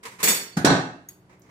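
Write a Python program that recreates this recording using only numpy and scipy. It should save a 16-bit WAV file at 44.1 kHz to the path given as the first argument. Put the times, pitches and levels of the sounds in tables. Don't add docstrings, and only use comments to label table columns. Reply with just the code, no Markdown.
import sys
import numpy as np
from scipy import signal
from scipy.fft import rfft, irfft, next_fast_len
from scipy.io import wavfile

SR = 44100
rng = np.random.default_rng(int(sys.argv[2]) if len(sys.argv) > 2 else 0)


def waveform_to_disk(signal):
    frames = np.transpose(np.atleast_2d(signal))
    scaled = np.clip(frames, -1, 1) * 32767
    samples = np.round(scaled).astype(np.int16)
    wavfile.write(sys.argv[1], SR, samples)


N = 66150

# f/Hz, correlation
LIKENESS = [(60, 0.83), (200, 0.98), (400, .8), (750, 0.74), (1300, -0.25), (2500, -0.077), (15000, .05)]
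# f/Hz, relative level/dB
SKEWER_MODES = [(3553, -45), (4517, -39.5), (5050, -50), (5448, -53), (5523, -48.5), (5577, -46),
                (5932, -56), (6320, -60), (6401, -62), (6589, -41.5), (6729, -37), (6885, -44), (7074, -58),
                (7795, -38.5), (7876, -40), (7951, -41), (8387, -51.5), (8635, -57), (9022, -35.5),
                (10137, -58), (10374, -42), (10998, -61.5), (11278, -57.5), (11741, -35.5), (12236, -46),
                (12543, -49.5), (13001, -61), (13216, -50), (13399, -37), (13534, -63.5), (13857, -44.5),
                (14745, -39.5), (14928, -51), (15235, -71)]
# f/Hz, left minus right/dB
SKEWER_BALANCE = [(200, -0.5), (1000, -1), (2200, -3), (4500, -8), (6700, -2.5), (9000, 2.5), (14000, 0)]
# f/Hz, left minus right/dB
TRAY_BALANCE = [(150, -1.5), (700, 0.5), (1500, -2), (2100, -3.5), (4500, -7.5), (7000, -2), (10000, 3.5)]
# t/s, body ring/dB, rim ring/dB, dull wash/dB, bright clatter/dB, crack/dB
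TRAY_BLOWS = [(0.5680, -7, -25, -24.5, -36.5, -28.5), (0.6460, -3, 9.5, -28.5, -15.5, -14.5)]


def amp(db):
    return 10 ** (np.asarray(db) / 20)


def along(points, hz):
    f, value = np.transpose(points)
    return np.interp(np.log(hz + 1), np.log(f + 1), value)


def clock():
    return np.arange(N) / SR


def add(out, start, x):
    i = int(np.clip(round(start * SR), 0, N - 1))
    out[:, i:] += x[:, :N - i]


def sides(balance, hz):
    difference_db = along(balance, hz)
    gains = amp(np.array([difference_db, -difference_db]) / 2)
    return gains / np.sqrt(np.mean(gains ** 2, axis=0))


def stereo_angle(hz):
    return np.arccos(np.clip(along(LIKENESS, hz), -.99, .99)) / 2


def noise(spectrum, balance):
    hz = np.fft.rfftfreq(N, 1 / SR)
    angle = stereo_angle(hz)
    white = rfft(rng.standard_normal((2, N)))
    mid, side = white * amp(along(spectrum, hz)) * [np.cos(angle), np.sin(angle)]
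    x = irfft(np.array([mid + side, mid - side]) * sides(balance, hz), N)
    return x / x.std()


def burst(spectrum, balance, rise, t60):
    t = clock()
    fall = amp(-60 * np.maximum(t - rise, 0) / t60)
    return noise(spectrum, balance) * np.minimum(t / rise, 1) * fall


def wash(spectrum, balance):
    # f/Hz, t60/s
    room_t60 = [(100, .52), (300, .47), (1800, .49), (5000, .44), (9000, .38), (14000, .3)]
    hz, t, bands = signal.stft(noise(spectrum, balance), SR, nperseg=512)
    decay = amp(-60 * t / along(room_t60, hz)[:, None])
    x = signal.istft(bands * decay, SR, nperseg=512)[1][:, :N]
    return x * (1 - np.exp(-clock() / 0.0035))


def ring(modes, strikes, decay, balance, rough, drift_hz, attack=.001):
    t = clock()
    out = np.zeros((2, N))
    feed = np.zeros((1, N))
    for start, db in strikes:
        add(feed, start, amp(2 * db) * np.exp(-t[None] / attack) / (attack * SR))
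    for hz, db in modes:
        energy = signal.lfilter([1], [1, -amp(-120 / SR / along(decay, hz))], feed[0])
        angle = stereo_angle(hz)
        knots = rng.standard_normal((2, 256)) + 1j * rng.standard_normal((2, 256))
        drift = [np.interp(t * drift_hz, np.arange(len(k)), k) for k in knots]
        apart = np.array([[1], [-1]]) * rng.choice([-1, 1])
        steady = np.exp(1j * angle * apart)
        waver = np.cos(angle) * drift[0] + apart * np.sin(angle) * drift[1]
        carrier = np.exp(2j * np.pi * (hz * t + rng.random()))
        tone = np.imag((steady + rough * waver) * carrier) / np.sqrt(.5 + rough ** 2)
        out += sides(balance, hz)[:, None] * tone * amp(db) * np.sqrt(np.abs(energy))
    return out


def sisters(modes, count):
    spread_hz, level_db = 85, -14
    hz, db = np.repeat(np.array(modes, float), count, axis=0).T
    off = rng.standard_normal((len(hz), 2))
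    return np.column_stack([hz + spread_hz * off[:, 0], db + level_db + 2 * off[:, 1]])


def room():
    # f/Hz, relative level/dB
    hum_partials = [(123.8, -62.5), (183.0, -60.5), (306.8, -66), (371.4, -65)]
    # f/Hz, relative density/dB
    air_colour = [(25, -3), (100, 5.5), (300, -0.5), (700, -7), (1500, -12.5), (4000, -25.5), (10000, -30),
                  (15000, -46)]
    air_db, hum_db = -58, -2.5
    hum = np.zeros(N)
    for hz, db in hum_partials:
        hum += amp(db) * np.sqrt(2) * np.sin(2 * np.pi * (hz * clock() + rng.random()))
    return amp(air_db) * noise(air_colour, [(1000, -1)]) + amp(hum_db) * hum


def skewers():
    # t/s, level/dB, rise/s, fall t60/s
    scrapes = [(0.028, -42, 0.0084, 0.55), (0.0514, -33, .003, 0.2), (0.115, -47, 0.0022, 0.4),
               (0.183, -42.5, .012, .3), (0.199, -35, 0.0047, .35)]
    # f/Hz, relative density/dB
    scrape_colour = [(59, -37), (100, -26.5), (210, -3), (308, -20.5), (452, -1.5), (662, -21), (991, 0.5),
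                     (1390, -9), (1720, -7), (2040, -2.5), (3320, -14.5), (8640, -15), (10700, -24),
                     (11600, -19), (16000, -35.5)]
    # t/s, level/dB, rise/s, fall t60/s
    crunches = [(0.2295, -22, 0.00089, .05), (0.272, -22, 0.0079, .05)]
    # f/Hz, relative density/dB
    crunch_colour = [(80, -10), (200, -1), (450, -0.5), (700, -6.5), (1300, -1), (2200, 5.5), (3200, -5),
                     (6000, -10.5), (15000, -24.5)]
    # t/s, ring drive/dB, dense clang level/dB
    clinks = [(0.2294, 9, -19), (0.2396, 11.5, -29.5), (0.2726, -12, -18.5), (0.2848, 11.5, -25.5)]
    # f/Hz, t60/s
    clink_t60 = [(3500, .48), (4500, 0.54), (5500, 0.5), (7000, 0.36), (9000, 0.32), (12000, 0.29),
                 (15000, 0.35)]
    # f/Hz, relative density/dB
    clang_colour = [(50, -7.5), (100, -21), (180, 3), (280, -6.5), (420, 2.5), (700, -6.5), (1200, -3.5),
                    (2100, 1.5), (3100, -3.5), (5900, -8), (6800, -2), (7300, -4), (7900, 2), (8400, -6.5),
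                    (9100, 4.5), (9750, -19.5), (10500, -5), (11800, -7), (13600, -15), (15200, -22),
                    (15800, -45)]
    out = np.zeros((2, N))
    for start, db, rise, t60 in scrapes:
        add(out, start, amp(db) * burst(scrape_colour, SKEWER_BALANCE, rise, t60))
    for start, db, rise, t60 in crunches:
        add(out, start, amp(db) * burst(crunch_colour, SKEWER_BALANCE, rise, t60))
    for start, _, clang_db in clinks:
        add(out, start, amp(clang_db) * wash(clang_colour, SKEWER_BALANCE))
    strikes = [(start, db) for start, db, _ in clinks]
    out += ring(SKEWER_MODES, strikes, clink_t60, SKEWER_BALANCE, rough=0.94, drift_hz=45.74, attack=.0005)
    close_modes = sisters(SKEWER_MODES, count=3)
    out += ring(close_modes, strikes, clink_t60, SKEWER_BALANCE, rough=0.45, drift_hz=41.2)
    return out


def thump(hz, swell, t60):
    t = clock()
    envelope = (1 - np.exp(-t / swell)) ** 2 * amp(-60 * t / t60)
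    return np.sin(2 * np.pi * hz * t) * envelope * np.ones((2, 1))


def soften(x, edge_hz):
    return signal.sosfilt(signal.butter(2, min(edge_hz, SR / 3), fs=SR, output="sos"), x)


def tray():
    # t/s, level/dB, f/Hz, swell/s, t60/s
    thumps = [(0.234, -37.5, 70.5, .01, 0.097), (0.5674, -14, 179.3, 0.0015, 0.13),
              (0.57, -15, 266.5, 0.0018, 0.077), (0.6455, 12, 307, 0.0017, 0.013)]
    # t/s, relative level/dB
    rattles = [(0.6557, -3.5), (0.6657, -0.5), (0.6721, 2.5), (0.6965, 1), (0.7034, 0), (0.7205, -3),
               (0.7349, -7.5), (0.751, -5), (0.7662, -10)]
    # f/Hz, relative density/dB
    dull_colour = [(60, -31.5), (120, -3), (190, 0), (280, -10), (420, -16), (730, -17.5), (1050, -23),
                   (1500, -10), (2200, -24.5), (2800, -29), (4400, -29), (7000, -41.5), (12000, -44.5),
                   (15000, -62.5)]
    # f/Hz, relative density/dB
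    clatter_colour = [(24, -84.5), (40, -52.5), (91, -28), (115, -4.5), (176, -1), (215, -16), (256, 2),
                      (503, -11), (715, -6), (1040, -13.5), (1300, -9.5), (1410, -22), (1550, -7.5),
                      (2000, -21.5), (2980, -27), (4030, -17), (5050, -26), (5720, -21.5), (8340, -24.5),
                      (13400, -46.5), (16000, -100.5)]
    # f/Hz, relative density/dB
    crack_colour = [(200, -9), (1500, 10.5), (2800, -2), (4000, 0), (6000, 0.5), (9000, -4.5),
                    (10500, -13.5), (14500, -16), (16000, -33)]
    # f/Hz, relative level/dB
    body_modes = [(127, -39.5), (156, -53), (186, -28.5), (253, -40), (311, -40), (336, -34.5),
                  (377, -39.5), (465, -43), (612, -57.5), (675, -42.5), (698, -41.5), (738, -34.5),
                  (835, -39), (969, -45.5), (1502, -33.5), (1590, -38.5)]
    # f/Hz, relative level/dB
    rim_modes = [(1820, -48.5), (1846, -47), (2132, -50.5), (2315, -58.5), (2552, -59.5), (2670, -48.5),
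                 (2837, -55.5), (3273, -47.5), (3644, -43), (3941, -41.5), (4091, -51.5), (4269, -44),
                 (4355, -52), (4474, -50), (4759, -58.5), (5281, -57.5), (5351, -62), (5722, -45),
                 (6810, -57), (7391, -57.5)]
    # f/Hz, t60/s
    tray_t60 = [(130, 0.31), (350, 0.4), (1600, 0.48), (2700, 0.57), (4000, 0.2), (9000, 0.5)]
    ring_db, rim_db, wash_db, tap_db, push_db = -0.5, 4, -21, -13, -7.5
    out = np.zeros((2, N))
    for start, _, _, dull_db, clatter_db, crack_db in TRAY_BLOWS:
        add(out, start, amp(dull_db) * wash(dull_colour, TRAY_BALANCE))
        add(out, start, amp(clatter_db) * wash(clatter_colour, TRAY_BALANCE))
        add(out, start, amp(crack_db) * burst(crack_colour, TRAY_BALANCE, rise=0.0046, t60=0.12))
    for start, db, hz, swell, t60 in thumps:
        add(out, start, amp(db) * thump(hz, swell, t60))
    for start, db in rattles:
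        contact = amp(tap_db) * burst(clatter_colour, TRAY_BALANCE, rise=0.00087, t60=0.033)
        contact += amp(push_db) * thump(hz=247, swell=0.0025, t60=0.03)
        contact += amp(wash_db) * wash(clatter_colour, TRAY_BALANCE)
        add(out, start, amp(db) * soften(contact, edge_hz=4730))
    body_strikes = [(blow[0], blow[1]) for blow in TRAY_BLOWS]
    body_strikes += [(start, db + ring_db) for start, db in rattles]
    rim_strikes = [(blow[0], blow[2]) for blow in TRAY_BLOWS]
    rim_strikes += [(start, db + rim_db) for start, db in rattles]
    out += ring(body_modes, body_strikes, tray_t60, TRAY_BALANCE, rough=0.72, drift_hz=20, attack=0.0024)
    out += ring(rim_modes, rim_strikes, tray_t60, TRAY_BALANCE, rough=0.67, drift_hz=44.1)
    return out


def loaded_skewer():
    # f/Hz, relative level/dB
    loaded_modes = [(4457, -57.5), (5518, -60), (5938, -68), (6638, -54.5), (7079, -63.5), (7817, -76),
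                    (8565, -71), (9103, -60), (10185, -69), (10637, -69), (11316, -75.5), (11832, -67.5),
                    (13334, -66), (13668, -71)]
    strikes = [(TRAY_BLOWS[0][0], 9.5)]
    decay = [(1500, 0.27), (12000, 0.37)]  # f/Hz, t60/s
    return ring(loaded_modes, strikes, decay, SKEWER_BALANCE, rough=0.17, drift_hz=64.8, attack=.0004)


def tip():
    # f/Hz, relative level/dB
    tip_modes = [(1916, -71), (4468, -83), (5545, -72), (6169, -84), (6632, -55.5), (7822, -93),
                 (9012, -64.5), (9087, -79), (10422, -65), (10481, -96), (11450, -71), (11784, -67.5),
                 (12295, -92), (12505, -86), (13308, -58.5), (13523, -88), (14906, -75), (15525, -74)]
    # f/Hz, relative density/dB
    tick_colour = [(880, -45), (1500, -17.5), (1760, -10.5), (3620, -10.5), (4240, -17), (5600, -13),
                   (5880, -31), (6500, -13.5), (8080, -9.5), (8320, -29), (8830, -10), (12600, -9),
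                   (13800, -3), (14200, -21), (16000, -18.5)]
    start = 1.0872
    damped_db, after_db, others_db, noise_db = 17, 1, -28, -51
    # f/Hz, t60/s
    damped_t60 = [(8000, 0.053)]
    after_t60 = [(6600, 0.26), (14000, 0.31)]
    others_t60 = [(4500, 0.47), (9000, 0.24)]
    out = ring(tip_modes, [(start, damped_db)], damped_t60, TRAY_BALANCE, rough=0.68, drift_hz=140.4)
    after_modes = np.vstack([tip_modes, sisters(tip_modes, count=1)])
    out += ring(after_modes, [(start, after_db)], after_t60, TRAY_BALANCE, rough=0.71, drift_hz=81)
    out += ring(SKEWER_MODES, [(start, others_db)], others_t60, SKEWER_BALANCE,
                rough=.6, drift_hz=53.1, attack=.008)
    add(out, start, amp(noise_db) * burst(tick_colour, SKEWER_BALANCE, rise=0.0012, t60=0.23))
    return out


def hand():
    # t/s, level/dB, rise/s, fall t60/s
    rubs = [(1.292, -53, 0.00703, 0.41), (1.323, -55, .008, .2), (1.408, -58.5, 0.06, .8),
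            (1.486, -48.5, 0.02, .4)]
    # f/Hz, relative density/dB
    rub_colour = [(60, -10), (200, -3), (450, 0), (650, -9.5), (1100, -1.5), (1500, -12), (2200, -4),
                  (2900, -20.5), (7000, -22), (10000, -34), (15000, -35.5)]
    # t/s, level/dB, centre f/Hz
    squishes = [(1.395, -57, 13500), (1.4187, -53.5, 6300)]
    out = np.zeros((2, N))
    for start, db, rise, t60 in rubs:
        add(out, start, amp(db) * burst(rub_colour, TRAY_BALANCE, rise, t60))
    for start, db, hz in squishes:
        band = [(hz / 2, -25), (hz, 0), (hz * 2, -35)]
        click = burst(band, TRAY_BALANCE, rise=.0015, t60=.02)
        click += amp(-13.5) * wash(band, TRAY_BALANCE)
        add(out, start, amp(db) * click)
    return out


def scene():
    return room() + skewers() + tray() + loaded_skewer() + tip() + hand()


def record(dry):
    low_cut_hz, top_hz = 72, 16000
    x = signal.sosfilt(signal.butter(2, low_cut_hz, "high", fs=SR, output="sos"), dry)
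    padded = next_fast_len(N + SR // 2)
    kept = np.fft.rfftfreq(padded, 1 / SR) < top_hz
    return irfft(rfft(x, padded) * kept, padded)[:, :N]


dry = scene()
out = record(dry)
waveform_to_disk(out)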